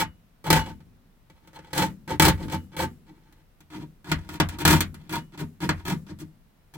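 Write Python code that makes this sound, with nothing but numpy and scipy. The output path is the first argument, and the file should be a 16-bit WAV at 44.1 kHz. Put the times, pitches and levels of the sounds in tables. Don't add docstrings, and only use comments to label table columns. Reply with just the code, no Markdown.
import sys
import numpy as np
from scipy import signal
from scipy.io import wavfile
from scipy.ndimage import uniform_filter1d

SR = 44100
rng = np.random.default_rng(int(sys.argv[2]) if len(sys.argv) > 2 else 0)


def pcm_store(signal):
    levels = np.round(np.clip(np.atleast_2d(signal), -1, 1) * 32767)
    wavfile.write(sys.argv[1], SR, levels.astype(np.int16).T)


N = 298547

# start in seconds, length in seconds before the last fade, rasp level
# in dB, then treble and push on the bench, both in dB relative to the rasp.
STROKES = [(0, 0.02945, -24.5, 2, 0), (0.442, .06, -36, -5, 10.5), (.505, 0.11461, -26, -4, -0.5),
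           (0.639, 0.08332, -43.5, -9, 3), (1.531, 0.04878, -50.5, -4.5, -4), (1.731, .14, -26.5, -1, -1.5),
           (2.077, 0.072615, -33.5, -12, 4), (2.197, .115, -22.5, 1, -0.5),
           (2.377, 0.084404, -43, -12.5, 9), (2.498, 0.070927, -33.5, -5.5, 2.5),
           (2.718, 0.039336, -51.5, -27, 7.5), (2.766, 0.088306, -30.5, -1, -1),
           (3.066, .04, -57, -11.5, 12.5), (3.702, 0.091905, -46, -9, 10),
           (3.797, 0.043095, -48.5, -15.5, 9.5), (4.044, .12, -42.5, -9, 9.5), (4.3, .08, -42, -3, 4.5),
           (4.492, .075, -44.5, -13, 8.5), (4.586, 0.043776, -31, -2.5, 2.5), (4.651, .135, -22.5, 2, 3),
           (5.094, 0.10133, -33.5, -3, 1.5), (5.322, 0.03786, -51.5, -27.5, 8.5),
           (5.376, 0.059, -37.5, -5, 7.5), (5.604, 0.063747, -34.5, -10, 8.5),
           (5.756, 0.08307, -52.5, -9.5, 3), (5.852, 0.09703, -33.5, -2.5, 6),
           (6.066, 0.053908, -45, -18.5, 5.5), (6.188, 0.036006, -49.5, 6, 9.5),
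           (6.738, .018, -45.5, 0.5, 8.5)]
# time in seconds, crack level in dB, treble in dB relative to
SNAGS = [(.503, 12, 0, 2), (.804, -32, -20, 1), (1.299, -28, -8.5, 1), (1.474, -27, -1, 1),
         (1.589, -21, -18, 1), (2.197, 11, 2.5, 4), (2.482, -16, -18, 1), (3.325, -36.5, 5.5, 1),
         (3.605, -28.5, 1.5, 1), (3.749, -20.5, -16, 1), (4.096, -14.5, -8.5, 1), (4.116, 6, -9, 1),
         (4.29, -11.5, -6.5, 1), (4.4, 11, -13, 1), (4.488, -11.5, 3.5, 1), (4.652, 12, -0.5, 3),
         (4.806, -0.5, 9.5, 1), (4.943, -19.5, -0.5, 1), (5.691, 6, -17, 1), (5.88, -8, -0.5, 1)]
# start and end in seconds, level in dB.
NUDGES = [(1.301, 1.623, -69.5), (1.62, 1.731, -57), (3.1, 3.422, -69), (4.171, 4.29, -55),
          (4.961, 5.094, -62.5)]
# time in seconds, level of its note in dB.
RELEASES = [(0.03, -46), (0.58, -32), (2.554, -49.5), (2.841, -57), (5.17, -49)]
STEEL_PARTS = ("tube wall", "blade", "vise jaws")
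# frequency in Hz, relative spectral density in dB.
STEEL_SPECTRUM = [(250, -10), (400, -5.5), (540, 1), (720, -4), (1100, -4.5), (1550, 3), (2200, -5),
                  (4200, -4.5), (5600, -9.5), (7200, -8), (9000, -14.5), (13000, -12.5), (16000, -10.5)]
# frequency in Hz, seconds to fall by 60 dB (t60).
STEEL_T60 = [(300, 0.13), (1500, 0.17), (4000, 0.1), (14000, 0.05)]
# start and end in seconds, tube note in Hz, its t60 in
# seconds, overtones of tube and saw frame in Hz.
GRIPS = [(0, 3.5, 889, .09, (530, 1294, 1548, 1675, 1962, 2278, 2595, 3050, 3390, 4171)),
         (3.5, 7, 930, .07, (1292, 1431, 1660, 2048, 2380, 2570, 2600, 3187, 3380, 4340))]
# frequency in Hz, level in dB.
OVERTONE_LEVELS = [(530, -10.5), (1400, -15.5), (2500, -17.5), (4200, -15.5)]
# frequency in Hz, relative spectral density in dB.
BENCH_SPECTRUM = [(30, -21.5), (55, -5.5), (90, -3.5), (125, -6), (190, -0.5), (260, -10), (330, -8.5),
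                  (450, -21.5), (700, -53)]
# frequency in Hz, t60 in seconds.
BENCH_T60 = [(40, 0.52), (110, 0.16), (200, 0.28), (350, 0.1)]
# frequency in Hz, level in dB, t60 in seconds.
BENCH_MODES = [(88.648, -6.5, 0.3), (156.43, -4.5, 0.33), (309.27, -6.5, 0.17)]
# frequency in Hz, relative spectral density in dB.
BOOM_SPECTRUM = [(40, -21), (90, -8), (140, -7.5), (190, -2), (260, -16.5), (400, -22), (900, -42)]
# frequency in Hz, t60 in seconds.
BOOM_T60 = [(80, 0.67), (200, 1.3), (500, 0.6)]
# frequency in Hz, relative spectral density in dB.
AIR_SPECTRUM = [(25, 6.5), (60, -9), (160, -9.5), (300, -20), (600, -21.5), (1500, -27), (4000, -34),
                (8000, -41), (16000, -36)]
# frequency in Hz, correlation from 0 to 1.
STEREO_LIKENESS = [(60, 0.54), (250, 1), (600, 0.075), (1200, 0.18), (3000, 0.056), (8000, 0.032),
                   (16000, 0.11)]

STEEL_ROWS, WALL_ROW, BENCH_ROW, NOTE_ROW = slice(0, -2), 0, -2, -1
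FORCE_SHAPE = (len(STEEL_PARTS) + 2, N)


def strokes(entry_db, exit_db, push_low_hz, note_db, speeding_share=.45, lag_s=.01):
    forces = np.zeros(FORCE_SHAPE)
    for start, length, db, treble_db, push_db in STROKES:
        rise = length * speeding_share
        fall = length - rise
        t = np.arange(int((rise + 2 * fall) * SR)) / SR
        speeding_db = entry_db * (1 - t / rise) ** 2
        slowing_db = exit_db * ((t - rise) / fall) ** 2
        effort = from_db(np.where(t < rise, speeding_db, slowing_db))
        force = effort * rasp(effort ** .35, uneven_db=4.0, friction_db=-4.5, judder_db=3.5)
        push = butter(force[-1], push_low_hz, "high")
        add(forces[STEEL_ROWS], start, brighten(from_db(db) * force, treble_db))
        add(forces[BENCH_ROW], start + lag_s, from_db(db + push_db) * push)
        add(forces[NOTE_ROW], start + lag_s, from_db(note_db + db) * force[WALL_ROW])
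    return forces


def rasp(speed, uneven_db, friction_db, judder_db, top_teeth_per_s=420, bite_s=.0003):
    size = len(speed)
    teeth_passed = np.cumsum(top_teeth_per_s * speed * rng.exponential(1, size)) / SR + rng.random()
    depth = from_db(uneven_db * np.clip(rng.standard_normal(size), -2, 2))
    ticks = np.diff(np.floor(teeth_passed), prepend=0) * depth
    bite = signal.lfilter([1], [1, -np.exp(-1 / (bite_s * SR))], ticks)
    contact = rms_one(bite) + from_db(friction_db)
    stick_slip = from_db(judder_db * judder(size, hz=256.56))
    load = from_db(5.1 * np.array([judder(size, hz=45.56) for _ in STEEL_PARTS]))
    share = load / np.sqrt(np.mean(load ** 2, axis=0))
    return rms_one(stick_slip * share * contact * rng.standard_normal(share.shape))


def judder(size, hz):
    steps = np.arange(size) * hz / SR
    values = np.clip(rng.standard_normal(int(steps[-1]) + 2), -2, 2)
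    return np.interp(steps, np.arange(len(values)), values)


def snags(chatter_s, chatter_db, note_db, lurch_s, lurch_lag_s, lurch_db):
    forces = np.zeros(FORCE_SHAPE)
    t = np.arange(SR // 25) / SR
    jolt = 1.0 * (t == 0)
    shove = np.sin(np.pi * np.minimum(t / lurch_s, 1))
    for s, db, treble_db in jolts():
        chatter = unit_energy(rng.standard_normal((len(STEEL_PARTS), len(t))) * np.exp(-t / chatter_s))
        direction = rng.choice([-1, 1], (len(STEEL_PARTS), 1))
        crack = brighten(direction * jolt + from_db(chatter_db) * chatter, treble_db)
        add(forces[STEEL_ROWS], s, from_db(db) * crack)
        add(forces[BENCH_ROW], s, from_db(.92 * db) * jolt)
        add(forces[BENCH_ROW], s + lurch_lag_s, from_db(db + lurch_db) * direction[WALL_ROW] * shove)
        add(forces[NOTE_ROW], s, from_db(db + note_db) * jolt)
    return forces


def jolts(touch_db=20, skip_s=.025, skip_stretch=1.12, skip_loss_db=1.52):
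    touches = [(start, db + touch_db, treble_db) for start, _, db, treble_db, _ in STROKES]
    skips = [(s + skip_s * k ** skip_stretch, db - skip_loss_db * k, treble_db)
             for s, db, treble_db, count in SNAGS for k in range(count)]
    return touches + skips


def nudges(speed, treble_db, bench_db):
    forces = np.zeros(FORCE_SHAPE)
    for start, end, db in NUDGES:
        creep = np.full(int((end - start) * SR), speed)
        force = from_db(db) * rasp(creep, uneven_db=0.5, friction_db=-1.0, judder_db=6.5)
        add(forces[STEEL_ROWS], start, brighten(force, treble_db))
        add(forces[BENCH_ROW], start, from_db(bench_db) * force[-1])
        add(forces[NOTE_ROW], start, force[WALL_ROW])
    return forces


def steel(forces, direct_db):
    parts = sum(sound_of(force, dense_ring(STEEL_SPECTRUM, STEEL_T60, swell_cycles=.4))
                for force in forces)
    direct = from_db(direct_db) * butter(forces[WALL_ROW], 1500, "high")
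    return parts / np.sqrt(len(STEEL_PARTS)) + direct


def tube(note_force, wall_force, note_db, regrip_db, overtone_t60_s=.074):
    t, out = np.arange(N) / SR, 0
    for start, end, hz, t60, overtones in GRIPS:
        held = (t >= start) * (t < end)
        note = clear_ring([(hz, note_db + regrip_db * (start > 0), t60)], spread_rad=0.21)
        modes = [(f, at_hz(OVERTONE_LEVELS, f), overtone_t60_s) for f in overtones]
        upper = clear_ring(modes, spread_rad=0.68)
        out = out + rubbed(note_force * held, note, window=1500) + sound_of(wall_force * held, upper)
    return out


def blade(hz, t60_s, swell_s):
    t, out = np.arange(SR // 2) / SR, np.zeros(N)
    note = np.sin(2 * np.pi * hz * t) * (1 - np.exp(-t / swell_s)) * from_db(-60 * t / t60_s)
    for s, db in RELEASES:
        add(out, s, from_db(db) * note)
    return out


def bench(force):
    wood = from_db(-2.0) * dense_ring(BENCH_SPECTRUM, BENCH_T60, swell_cycles=1.1)
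    modes = clear_ring(BENCH_MODES, spread_rad=0.15)
    boom = from_db(-14.5) * dense_ring(BOOM_SPECTRUM, BOOM_T60, swell_cycles=3.0)
    return rubbed(force, butter(wood + modes + boom, 41, "high"), window=3000)


def room_tone(db):
    hush = sum(from_db(at_hz(AIR_SPECTRUM, hz)) * band for hz, band in noise_bands(N))
    return from_db(db) * rms_one(hush)


def dense_ring(spectrum, t60s, swell_cycles):
    t = np.arange(SR) / SR
    t = t[t < 1.5 * max(t60 for _, t60 in t60s)]
    out = np.zeros((2, SR))
    for hz, band in noise_bands(SR):
        envelope = (1 - np.exp(-t * hz / swell_cycles)) * from_db(-60 * t / at_hz(t60s, hz))
        gain = np.sqrt(hz) * from_db(at_hz(spectrum, hz))
        add(out, 0, gain * unit_energy(band[:, :len(t)] * envelope))
    return unit_energy(out)


def clear_ring(modes, spread_rad):
    t, out = np.arange(SR) / SR, 0
    for hz, db, t60 in modes:
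        phase = 2 * np.pi * hz * t + spread_rad * rng.standard_normal((2, 1))
        out = out + from_db(db) * unit_energy(np.sin(phase) * from_db(-60 * t / t60))
    return out


def rubbed(force, ring, window):
    sound = sound_of(force, ring)
    work = np.abs(sound_of(force ** 2, np.mean(ring ** 2, axis=0)[None]))
    due, present = (np.abs(uniform_filter1d(power.mean(axis=0), window)) + 1e-12
                    for power in (work, sound ** 2))
    return sound * np.sqrt(due / present)


def sound_of(force, ring):
    return signal.oaconvolve(force[None], ring, axes=1)[:, :N]


def brighten(force, treble_db):
    dull = signal.sosfilt(signal.butter(1, 4200, "low", fs=SR, output="sos"), force)
    return dull + from_db(treble_db) * (force - dull)


def noise_bands(size):
    edges, settle = np.geomspace(24, 17500, 20), SR // 4
    for low, high in zip(edges, edges[1:]):
        hz = np.sqrt(low * high)
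        mid, side = butter(rng.standard_normal((2, size + settle)), [low, high], "band")[:, settle:]
        alike = at_hz(STEREO_LIKENESS, hz)
        yield hz, np.sqrt(1 + alike) * mid + np.sqrt(1 - alike) * side * [[1], [-1]]


def from_db(db):
    return 10 ** (np.asarray(db) / 20)


def rms_one(x):
    return x / np.sqrt(np.mean(x ** 2) + 1e-20)


def unit_energy(x):
    return x / np.sqrt(np.mean(np.sum(x ** 2, axis=-1)) + 1e-20)


def at_hz(table, hz):
    frequencies, values = np.array(table).T
    return np.interp(np.log(hz), np.log(frequencies), values)


def butter(x, hz, kind):
    return signal.sosfilt(signal.butter(2, hz, kind, fs=SR, output="sos"), x)


def add(track, s, piece):
    start = max(0, round(s * SR))
    span = track[..., start:start + piece.shape[-1]]
    span += piece[..., :span.shape[-1]]


def scene():
    forces = strokes(entry_db=-12.0, exit_db=-18.5, push_low_hz=84.54, note_db=4.0)
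    forces += snags(chatter_s=.0023, chatter_db=-5.0, note_db=-0.5,
                    lurch_s=.009, lurch_lag_s=.045, lurch_db=-42.5)
    forces += nudges(speed=0.2, treble_db=-14.0, bench_db=2.5)
    metal = tube(forces[NOTE_ROW], from_db(2.5) * forces[WALL_ROW], note_db=-2.5, regrip_db=-5.0)
    metal += steel(forces[STEEL_ROWS], direct_db=-11.0)
    metal += blade(hz=2920, t60_s=.27, swell_s=.008)
    thumps = bench(forces[BENCH_ROW])
    left, right = metal * from_db([[.3], [-.3]]) + thumps * from_db([[1.1], [-1.1]])
    left = np.interp(np.arange(N) - 4, np.arange(N), left)
    return np.array([left, right]) + room_tone(db=-59)


def record(dry):
    rounded = 1.148 * np.tanh(dry / 1.2245)
    return signal.sosfilt(signal.ellip(10, .1, 80, 16200, fs=SR, output="sos"), rounded)


dry = scene()
out = record(dry)
pcm_store(out)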